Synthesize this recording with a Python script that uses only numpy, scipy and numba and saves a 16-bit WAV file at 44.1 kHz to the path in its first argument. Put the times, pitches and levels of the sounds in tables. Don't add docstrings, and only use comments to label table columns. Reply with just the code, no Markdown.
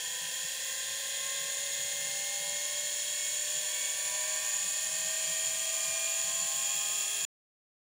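import sys
import numpy as np
from scipy import signal
from scipy.fft import rfft, irfft, next_fast_len
from scipy.io import wavfile
from scipy.ndimage import uniform_filter1d
from numba import njit

SR = 44100
rng = np.random.default_rng(int(sys.argv[2]) if len(sys.argv) > 2 else 0)


def to_wav(s):
    ch = np.atleast_2d(s).T
    pcm = np.round(np.clip(ch, -1, 1) * 32767)
    wavfile.write(sys.argv[1], SR, pcm.astype(np.int16))


def level_to_linear(level):
    exponent = np.asarray(level, float) / 20
    return 10 ** exponent


N = 345744
BLOCK = 128
INNER, OUTER, REAR = .61168, .38832, .4082
BALL_PASS = 8 * INNER


def rms_one(x):
    return x / np.sqrt(np.mean(x ** 2) + 1e-20)


def band(x, low_hz, high_hz, order=3):
    return signal.sosfilt(signal.butter(order, [low_hz, high_hz], "band", fs=SR, output="sos"), x)


def swell(seconds, crest_s, db, half_s):
    return level_to_linear(db) * np.exp(-((seconds - crest_s) / half_s) ** 2)


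def beat(turns, orders_db):
    swing_db = 0
    for order, db in orders_db:
        swing_db = swing_db + db * np.cos(2 * np.pi * (order * turns + rng.random()))
    return level_to_linear(swing_db)


def worn_track(turns, order, lasts_s, uneven_db, sweep=0):
    points, patterns = 2 ** 14, 12
    ripples = int(290 / order)
    depths = level_to_linear(uneven_db * rng.standard_normal(ripples))
    spectra = depths * (rng.standard_normal((patterns, ripples, 2)) @ [1, 1j])
    tracks = np.fft.ifft(spectra, points)
    place = (turns * order % 1 * points).astype(int)
    age = np.arange(N) / SR / lasts_s
    old = np.minimum(age.astype(int), patterns - 2)
    share = age % 1 * np.pi / 2
    read = np.cos(share) * tracks[old, place] + np.sin(share) * tracks[old + 1, place]
    if sweep:
        read = read * np.exp(2j * np.pi * sweep * turns)
    return rms_one(read.real)


# start_s (crest), panel_level_db, half_length_s, bench_level_db
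KNOB_SHIFTS = [(0.07, -68, 0.07, -82), (0.244, -61, 0.034, -72), (0.45, -62.5, 0.026, -81),
               (0.923, -65, 0.039, -72), (1.256, -73, 0.045, -79), (1.435, -63, 0.04, -76),
               (1.64, -74, 0.07, -72), (1.83, -67.5, 0.057, -68), (2.074, -63, 0.15, -73),
               (2.425, -68, 0.045, -82), (2.525, -59, 0.049, -79), (2.839, -60, 0.03, -82),
               (3.577, -58.5, 0.033, -85), (4.128, -74, 0.04, -68), (4.65, -60, 0.045, -76),
               (4.93, -67, 0.12, -89), (5.064, -62, 0.03, -75), (5.3, -60.5, 0.06, -76),
               (5.526, -60, 0.07, -71.5), (5.897, -64, 0.04, -61), (6.29, -61, 0.075, -70),
               (6.435, -56.5, 0.023, -82.5), (6.59, -61, 0.043, -73), (6.757, -72.5, 0.025, -89),
               (6.9, -74, 0.15, -79), (7.24, -67, 0.048, -88)]


def knob_boom():
    seconds = np.arange(N) / SR
    panel_gain, bench_gain = level_to_linear(-77), level_to_linear(-76)
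    for crest_s, panel_db, half_s, bench_db in KNOB_SHIFTS:
        panel_gain = panel_gain + swell(seconds, crest_s, panel_db, half_s)
        bench_gain = bench_gain + swell(seconds, crest_s, bench_db, half_s)
    panel = band(rng.standard_normal(N), 158.3, 169.7, order=1)
    bench = band(rng.standard_normal(N), 88, 135, order=2)
    skirt = band(rng.standard_normal(N), 72, 400, order=2)
    return panel_gain * rms_one(panel) + bench_gain * rms_one(bench) + level_to_linear(-70.5) * rms_one(skirt)


def brushes(turns):
    heights = level_to_linear(4 * rng.standard_normal(18))
    bar = turns * 36
    ticks = heights[bar.astype(int) % 18] * np.exp(-2.5 * (bar % 1))
    grip = 1 + rms_one(ticks)
    track = worn_track(turns, order=2, lasts_s=.9, uneven_db=2)
    track += level_to_linear(-10) * worn_track(turns, order=1, lasts_s=2.0, uneven_db=3)
    rub = level_to_linear(-1.0) * rng.standard_normal(N) * grip
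    balls = level_to_linear(-8) * rng.standard_normal(N) * beat(turns, [(BALL_PASS, 3.0)])
    shake = track + rub + balls
    edges_hz = 8100, 10800, 13150, 14250, 17000
    colour_db = -0.94, 0.12, 1.8, -0.9
    return sum(level_to_linear(db) * band(shake, low, high) for db, low, high in zip(colour_db, edges_hz, edges_hz[1:]))


def shield_ring(turns):
    knocks = beat(turns, [(BALL_PASS, 3.4), (BALL_PASS - 2, 1.7), (2, 1.1)])
    track = sum(worn_track(turns, INNER, lasts_s=.8, uneven_db=3, sweep=k) for k in (1, -2))
    return band((track + level_to_linear(1) * rng.standard_normal(N)) * knocks, 5900, 8200)


def rolling(turns):
    tracks = sum(worn_track(turns, order, lasts_s=1.2, uneven_db=2.5) for order in (INNER, OUTER, REAR, 1))
    load = beat(turns, [(BALL_PASS, 2.5), (2, 1.2)])
    hiss = rng.standard_normal(N) * load
    shake = tracks * load + level_to_linear(3.0) * hiss
    low = level_to_linear(4.0) * band(hiss, 190, 440) + level_to_linear(6.5) * band(hiss, 593, 1290)
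    middle = level_to_linear(8.0) * band(hiss, 1360, 1520) + level_to_linear(-2.5) * band(shake, 1305, 3100)
    return low + middle + level_to_linear(-1.0) * band(shake, 3400, 5920)


def race_colour(x, turns):
    rough_orders = 18.7, 21, 26.8, 42, 48, 51.3
    rough_db, width_hz = (5, -1, -6, -4, -5, -7), 70
    span = int(SR / width_hz)
    out = x.copy()
    for order, db in zip(rough_orders, rough_db):
        spin = np.exp(2j * np.pi * order * turns)
        slow = x * spin.conj()
        slow = uniform_filter1d(slow.real, span) + 1j * uniform_filter1d(slow.imag, span)
        out += 2 * (level_to_linear(db) - 1) * (slow * spin).real
    return out


# pitch_hz, level_db
SHELL_RADIATION = [(250, -34.6), (330, -50.0), (450, -55.8), (560, -43.9), (900, -39.1), (1300, -32.0),
                   (1550, -21.9), (2200, -18.1), (4000, -14.2), (6000, -12.9), (9000, -22.5),
                   (11200, -26.5), (13800, -32.0), (15500, -18.5)]
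# pitch_hz, width_hz, level_db
HOUSING_MODES = [(380, 58.3, 32), (493, 37, 11.5), (599, 52, 16.5), (793, 72, 13), (970, 21, 12),
                 (1054, 33, 16.5), (1596, 120, 5), (1825, 96, 12), (2145, 110, 6), (2450, 64, 2.5),
                 (2784, 430, 7.5), (3104, 72, -1), (3250, 35, 12), (3410, 29, 10), (3600, 80, 6),
                 (3996, 140, 6.5), (4454, 310, 7.5), (5360, 84, 4.5), (6590, 56, 4), (7005, 251, 30),
                 (7615, 160, 6), (8460, 470, 5), (9750, 718, 18), (10470, 288, 4), (12550, 1500, 13.5),
                 (14480, 468, 12.5), (13900, 300, 4)]
# pitch_hz, width_hz, level_db
BRUSH_COVER_MODES = [(15070, 60, 1), (15300, 60, 14), (15450, 52, 6), (15500, 54, 11)]


def housing(x):
    size = next_fast_len(N + SR // 4)
    hz = np.maximum(np.arange(size // 2 + 1) * SR / size, 1)
    shell_hz, shell_db = np.transpose(SHELL_RADIATION)
    gain = level_to_linear(np.interp(np.log(hz), np.log(shell_hz), shell_db)) + 0j
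    scattered = [(at_hz + rng.uniform(-70, 70), 47, 5 * rng.uniform(.5, 1.2))
                 for at_hz in np.arange(8050, 14950, 190)]
    for centre_hz, width_hz, db in HOUSING_MODES + BRUSH_COVER_MODES + scattered:
        detune = (hz / centre_hz - centre_hz / hz) * centre_hz / width_hz
        gain *= 1 + (level_to_linear(db) - 1) / (1 + 1j * detune)
    return irfft(rfft(x, size) * gain, size)[..., :N]


def load_db(speed):
    start, ring_full = 56.4, 64.1
    extra = speed - start
    ring_extra = np.minimum(speed, ring_full) - start
    return -37.5 + 0.11 * extra, -38 + 0.4821 * ring_extra, -42.5 + 0.18 * extra


def motor_noise(turns, speed):
    shakes = race_colour(rolling(turns), turns), shield_ring(turns), brushes(turns)
    rough = housing(np.array(shakes))
    trims_db = -4.8, -4.0, -.8
    return sum(level_to_linear(db + trim) * rms_one(x) for db, trim, x in zip(load_db(speed), trims_db, rough))


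# pitch_cycles_per_turn, level_db (between modes)
LOW_BEARING_TONES = [(7.78, -104.5), (8.0, -112.8), (8.16, -93.1), (8.54, -99.9), (8.78, -93.6),
                     (8.92, -102.2), (9.18, -100.3), (9.3, -95.5), (10.18, -103.9), (10.4, -102.3),
                     (10.78, -100.0), (10.98, -113.2), (11.4, -109.8), (11.68, -116.6), (11.84, -96.4),
                     (12.02, -113.7), (12.24, -112.3), (12.42, -105.6), (12.62, -102.1), (12.78, -116.6),
                     (13.06, -111.1), (13.32, -125.2), (13.68, -97.5), (13.9, -120.4), (14.28, -112.6),
                     (14.66, -105.1), (15.12, -106.4), (15.52, -95.9), (15.66, -91.7), (15.92, -101.1),
                     (16.34, -107.2), (16.7, -98.4), (16.98, -114.6), (18.14, -122.7), (18.62, -93.4),
                     (18.76, -111.2), (19.0, -103.3), (19.16, -115.6), (19.58, -100.6), (20.42, -106.6),
                     (20.58, -105.3), (20.78, -108.3), (21.0, -105.7), (21.34, -110.1), (21.74, -105.1)]
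MID_BEARING_TONES = [(22.02, -101.2), (22.14, -97.8), (22.86, -97.7), (23.0, -105.4), (23.48, -87.1),
                     (24.1, -89.0), (24.46, -92.5), (24.86, -88.9), (25.22, -100.0), (25.48, -86.4),
                     (26.08, -96.7), (27.14, -104.7), (27.56, -93.8), (27.74, -89.9), (27.96, -91.9),
                     (28.2, -94.5), (28.36, -84.7), (28.76, -103.9), (28.96, -90.7), (29.36, -99.8),
                     (29.74, -94.7), (30.0, -106.7), (30.24, -99.4), (30.36, -87.9), (30.66, -97.4),
                     (31.06, -87.1), (31.44, -94.7), (32.0, -95.0), (32.28, -89.9), (32.64, -90.1),
                     (33.04, -100.0), (33.24, -89.0), (33.64, -97.2), (33.78, -92.7), (33.98, -89.1),
                     (34.24, -86.3), (34.62, -98.6), (34.86, -95.1), (35.22, -99.4), (35.5, -102.2),
                     (36.74, -96.0), (36.88, -95.0), (37.54, -109.1), (37.98, -100.0), (38.14, -100.6),
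                     (38.54, -88.9), (38.74, -109.0), (39.14, -87.5), (39.6, -104.7), (39.78, -94.7),
                     (39.98, -96.3), (40.38, -97.2), (40.84, -95.1), (41.16, -102.4), (41.6, -114.9)]
HIGH_BEARING_TONES = [(42.0, -98.8), (42.44, -96.9), (42.7, -89.5), (42.82, -94.2), (43.1, -87.2),
                      (43.44, -89.9), (43.88, -86.1), (44.04, -84.4), (44.64, -92.1), (44.92, -87.2),
                      (45.3, -95.4), (45.42, -96.3), (45.8, -97.2), (46.0, -96.4), (46.2, -86.3),
                      (46.58, -90.6), (46.98, -86.5), (47.36, -87.1), (47.72, -92.5), (47.98, -103.5),
                      (48.32, -87.8), (48.54, -99.3), (48.92, -84.5), (49.3, -87.8), (49.56, -93.1),
                      (49.7, -105.3), (50.08, -90.6), (50.46, -99.0), (50.86, -103.0), (50.98, -110.4),
                      (51.24, -104.1), (51.36, -110.7), (51.98, -99.5), (52.24, -102.9), (52.4, -86.9),
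                      (52.8, -101.6), (53.02, -96.6), (53.2, -86.5), (53.82, -87.4), (54.0, -95.8),
                     (54.44, -85.9), (54.82, -104.0), (55.12, -93.4), (55.52, -91.7), (56.0, -102.3),
                     (56.3, -88.3), (56.68, -89.9), (56.96, -107.6), (57.08, -94.6), (57.46, -99.0),
                     (57.72, -100.2), (58.12, -87.7), (58.24, -103.3), (58.72, -86.8), (59.1, -102.1),
                     (59.34, -86.6), (59.68, -103.5), (59.96, -90.6), (60.34, -99.9), (60.78, -99.0),
                     (60.96, -100.3), (61.14, -96.4), (61.4, -100.7), (61.72, -90.8), (62.0, -90.3),
                     (62.4, -92.7), (63.0, -82.2), (63.24, -85.9), (63.62, -79.6), (63.86, -95.7)]
# pitch_hz, width_hz, level_db
FOOT_RESONANCES = [(468, 9, 11.3), (510, 17, 24.9), (580, 19, 15.2), (604, 8, 5.2), (620, 6, 12.5),
                   (649, 18, 14.8), (696, 16, 10.1), (747, 8, 7.5), (783, 39, 17.9), (809, 10, 22.2),
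                   (886, 7, 7.0), (990, 8, 25.0), (1037, 55, 9.7), (1065, 7, 23.7), (1425, 63, 25.0),
                   (1476, 5, 9.0)]
# pitch_hz, width_hz, level_db
BARREL_RESONANCES = [(1235, 15, 4.5), (1423, 25, 5.5), (1504, 86, 6.0), (1585, 45, 15.3), (1626, 22, 9.5),
                     (1719, 35, 7.0), (1774, 35, 13.0), (1813, 25, 4.3), (1856, 42, 23.7), (1974, 19, 3.6),
                     (2045, 38, 4.2), (2099, 36, 3.2), (2152, 69, 11.7), (2229, 17, 4.4), (2273, 21, 4.5),
                     (2324, 44, 6.4), (2450, 82, 10.5), (2525, 52, 11.7), (2692, 220, 11.3),
                     (2758, 76, 25.0)]
# pitch_hz, width_hz, level_db
END_SHIELD_RESONANCES = [(2504, 77, 19.0), (2728, 72, 14.1), (2893, 87, 14.0), (3080, 72, 6.9),
                         (3229, 47, 25.0), (3340, 82, 14.2), (3394, 45, 9.2), (3581, 56, 7.1),
                         (3648, 57, 12.0), (3844, 91, 13.7), (3919, 30, 2.4), (4022, 107, 5.3),
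                         (4116, 108, 12.1), (4286, 28, 2.5), (4380, 102, 8.7)]


def bearing_tones(speed):
    families = [(LOW_BEARING_TONES, FOOT_RESONANCES, 0.9), (MID_BEARING_TONES, BARREL_RESONANCES, 1.14),
                (HIGH_BEARING_TONES, END_SHIELD_RESONANCES, 1.33)]
    parts = [through_modes(tones, modes, speed, trim_db) for tones, modes, trim_db in families]
    return np.concatenate([orders for orders, _ in parts]), np.concatenate([x for _, x in parts])


def through_modes(tones, modes, speed, trim_db):
    orders, db = np.transpose(tones)
    hz = np.outer(orders, speed)
    strengths = level_to_linear(db + trim_db)[:, None]
    for centre_hz, width_hz, lift_db in modes:
        strengths = strengths * np.abs(1 + (level_to_linear(lift_db) - 1) / (1 + 2j * (hz - centre_hz) / width_hz))
    return orders, strengths


# start_s (crest), pitch_cycles_per_turn, level_db, half_length_s
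MAIN_WHINES = [(1.0, 36, -62.1, 0.89), (1.75, 9.787, -52.6, 1.25), (1.75, 18, -64.9, 1.25),
               (2.24, 36, -49.3, 0.89), (2.72, 18, -63.8, 0.15), (2.8, 9.787, -55.8, 0.51),
               (3.27, 36, -52.5, 0.14), (3.6, 18, -63.3, 0.67), (3.61, 9.787, -53.9, 0.26),
               (3.8, 36, -50.1, 0.14), (4.03, 18, -66.0, 0.15), (4.24, 36, -50.7, 0.31),
               (4.25, 9.787, -49.8, 0.27), (4.49, 18, -59.3, 0.31), (5.05, 18, -61.8, 0.33),
               (5.12, 9.787, -51.7, 0.37), (5.38, 36, -51.1, 0.36), (5.91, 18, -57.3, 0.54),
               (5.98, 9.787, -49.3, 0.6), (6.0, 36, -43.5, 0.23), (6.84, 36, -49.3, 0.39),
               (6.97, 18, -57.9, 0.34), (7.3, 9.787, -60.3, 0.78)]
# start_s (crest), pitch_cycles_per_turn, level_db, half_length_s
FAINT_FLARES = [(0.18, 18, -59, .2), (0.7, 36, -58, .12), (1.25, 36, -56, .15), (7.25, 36, -51, .1),
                (3.6, 5.9, -77, 2), (7.1, 5.9, -63, .35), (5.3, 6.21, -73, .4)]
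# start_s (crest), pitch_cycles_per_turn, level_db, half_length_s
RACE_RIPPLES = [(0.72, 72.79, -62.7, 1.4), (1.08, 70.12, -58.4, 0.6), (1.43, 72.0, -60.2, 2.2),
                (1.5, 64.23, -62.2, 2.2), (1.7, 69.73, -60.1, 2.2), (1.77, 76.69, -59.2, 1.4),
                (1.98, 69.12, -61.8, 2.2), (2.12, 73.79, -59.9, 2.2), (2.12, 75.02, -60.2, 0.4),
                (2.25, 64.0, -60.9, 2.2), (2.39, 67.9, -61.1, 2.2), (3.06, 90.0, -57.0, 2.2),
                (3.19, 70.12, -59.1, 2.2), (3.32, 73.0, -62.6, 2.2), (3.45, 72.79, -61.5, 2.2),
                (3.71, 71.79, -59.0, 2.2), (4.15, 68.9, -59.7, 1.4), (4.78, 72.0, -56.9, 2.2),
                (4.84, 93.38, -60.0, 2.2), (4.84, 95.23, -62.2, 2.2), (5.45, 66.9, -57.5, 2.2),
                (5.57, 64.0, -58.9, 2.2), (5.99, 79.98, -60.3, 1.4), (6.23, 91.98, -60.6, 0.6),
                (6.29, 65.81, -59.9, 0.4), (6.41, 78.0, -61.1, 2.2), (6.65, 65.23, -59.8, 0.4),
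                (6.7, 87.88, -61.4, 2.2), (6.76, 72.0, -60.1, 0.4), (6.88, 90.0, -55.4, 2.2),
                (6.94, 93.23, -58.0, 0.4), (6.94, 94.62, -59.7, 0.6), (7.0, 95.23, -56.2, 0.6), ]
# start_s (crest), pitch_cycles_per_turn, level_db, half_length_s
SHIELD_TONES = [(0.83, 125.65, -52.4, 0.9), (1.11, 122.75, -52.6, 1.4), (1.11, 123.48, -54.3, 1.4),
                (1.74, 114.78, -49.7, 0.4), (2.01, 119.68, -54.4, 1.4), (2.08, 118.83, -52.6, 1.4),
                (2.22, 117.85, -51.4, 2.2), (2.49, 118.43, -50.6, 2.2), (2.76, 117.65, -47.1, 0.9),
                (2.89, 106.05, -55.8, 2.2), (3.16, 114.78, -46.0, 1.4), (3.29, 115.23, -52.6, 1.4),
                (3.55, 112.95, -48.2, 0.9), (3.61, 113.55, -54.0, 1.4), (3.8, 112.75, -49.7, 0.9),
                (3.87, 110.9, -52.0, 1.4), (3.87, 112.33, -52.2, 2.2), (4.38, 110.5, -47.6, 2.2),
                (4.5, 109.73, -47.7, 0.9), (4.5, 109.93, -54.0, 2.2), (4.56, 101.98, -54.5, 2.2),
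                (4.56, 109.28, -51.9, 1.4), (4.56, 110.3, -49.7, 1.4), (4.93, 108.5, -49.6, 0.9),
                (5.06, 106.83, -50.2, 2.2), (5.12, 107.9, -51.5, 2.2), (5.18, 107.45, -45.6, 2.2),
                (5.3, 100.75, -52.7, 1.4), (5.48, 99.53, -54.8, 1.4), (5.61, 106.05, -47.3, 1.4),
                (5.91, 105.45, -48.2, 0.9), (5.91, 114.78, -56.0, 2.2), (5.97, 105.0, -46.9, 2.2),
                (5.97, 105.65, -52.8, 2.2), (6.14, 103.18, -49.6, 2.2), (6.2, 98.25, -49.5, 0.4),
                (6.2, 104.8, -49.2, 0.4), (6.26, 102.55, -48.5, 1.4), (6.32, 104.2, -49.5, 0.4),
                (6.38, 104.4, -50.8, 2.2), (6.67, 103.62, -49.3, 1.4), (6.85, 100.75, -45.1, 0.6),
                (6.85, 109.73, -54.1, 2.2), (6.91, 101.98, -44.8, 0.9), (6.97, 101.15, -49.1, 1.4),
                (7.02, 99.53, -47.8, 0.6), (7.02, 99.98, -50.7, 0.6), (7.08, 110.5, -53.1, 1.4)]
# start_s (crest), pitch_cycles_per_turn, level_db, half_length_s
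BAR_TONES = [(0.27, 128.71, -55.1, 0.4), (0.56, 130.0, -56.3, 0.4), (0.77, 144.0, -58.3, 0.9),
             (0.92, 127.04, -58.4, 0.9), (1.48, 174.0, -60.8, 2.2), (2.57, 149.96, -59.7, 1.4),
             (2.84, 138.0, -60.9, 2.2), (2.91, 161.96, -59.1, 2.2), (3.11, 144.0, -56.6, 2.2),
             (3.17, 132.0, -60.0, 2.2), (3.3, 142.0, -60.9, 2.2), (3.43, 134.0, -59.9, 2.2),
             (3.76, 153.96, -60.5, 2.2), (3.82, 129.29, -61.6, 2.2), (3.82, 135.96, -60.2, 2.2),
             (4.52, 155.96, -59.5, 2.2), (5.32, 149.96, -56.6, 2.2), (6.1, 227.96, -60.7, 2.2),
             (6.16, 138.0, -56.4, 2.2), (6.28, 142.36, -57.6, 0.6), (6.34, 226.0, -61.0, 2.2),
             (6.45, 144.0, -56.1, 2.2), (6.51, 132.0, -55.8, 2.2), (6.57, 130.0, -59.3, 2.2),
             (6.63, 142.0, -57.5, 2.2), (6.75, 134.0, -55.2, 2.2), (6.92, 216.04, -57.6, 0.6),
             (7.04, 222.0, -59.9, 2.2)]


def swelling_tones(seconds):
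    tables = MAIN_WHINES, FAINT_FLARES, RACE_RIPPLES, SHIELD_TONES, BAR_TONES
    trims_db = 0.26, 0.4, 0.3, 0.3, 0.27
    strengths = {}
    for table, trim_db in zip(tables, trims_db):
        for crest_s, order, db, half_s in table:
            rise = swell(seconds, crest_s, db + trim_db, half_s)
            strengths[order] = strengths.get(order, 0) + rise
    orders = sorted(strengths)
    return np.array(orders), np.array([strengths[order] for order in orders])


def tone_wobble(orders, strengths):
    span = int(.05 * SR / BLOCK)
    flicker = rng.standard_normal((2, *strengths.shape))
    flicker = rms_one(uniform_filter1d(uniform_filter1d(flicker, span), span))
    is_main = np.isin(orders, [row[1] for row in MAIN_WHINES])
    depth = np.where(is_main, .15, .55 * np.sqrt(orders / 110))[:, None]
    wobble = 1 + depth * (flicker[0] + 1j * flicker[1]) / np.sqrt(2)
    return strengths * wobble / np.sqrt(1 + depth ** 2)


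@njit
def spun_sines(turns, orders, starts, swells, block):
    out = np.zeros(len(turns))
    for k in range(len(orders)):
        for i in range(0, len(turns) - block, block):
            pointer = swells[k, i // block] * np.exp(2j * np.pi * (orders[k] * turns[i] + starts[k]))
            step = np.exp(2j * np.pi * orders[k] * (turns[i + block] - turns[i]) / block)
            for j in range(i, i + block):
                out[j] += pointer.imag
                pointer *= step
    return out


def whine(turns, speed):
    swell_orders, swells = swelling_tones(np.arange(0, N, BLOCK) / SR)
    steady_orders, steady = bearing_tones(speed[::BLOCK])
    orders = np.r_[swell_orders, steady_orders]
    strengths = tone_wobble(orders, np.r_[swells, steady])
    return spun_sines(turns, orders, rng.random(len(orders)), np.sqrt(2) * strengths, BLOCK)


# start_s, speed_turns_per_s
SHAFT_SPEED = [(0.0, 54.844), (0.5, 55.723), (1.0, 56.663), (1.5, 57.48), (1.75, 57.842), (2.25, 58.812),
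               (2.75, 59.916), (3.25, 61.059), (3.75, 62.231), (4.25, 63.425), (5.0, 65.163),
               (5.25, 65.593), (5.75, 66.591), (6.0, 67.075), (6.5, 67.944), (7.0, 68.864), (7.3, 69.3)]


def scene():
    at_s, turns_per_s = np.transpose(SHAFT_SPEED)
    speed = np.interp(np.arange(N) / SR, at_s, turns_per_s)
    turns = np.cumsum(speed) / SR
    mono = motor_noise(turns, speed) + whine(turns, speed) + knob_boom()
    return np.array([mono, mono])


def low_pass(x):
    return signal.sosfilt(signal.butter(12, 16950, fs=SR, output="sos"), x)


def record(dry):
    top_hz, stop_s, fade_s = 15740, 7.2509, .0004
    edge = signal.ellip(16, .3, 90, top_hz, fs=SR, output="sos")
    gate = np.clip((stop_s - np.arange(N) / SR) / fade_s, 0, 1)
    return low_pass(signal.sosfilt(edge, dry) * gate)


dry = scene()
out = record(dry)
to_wav(out)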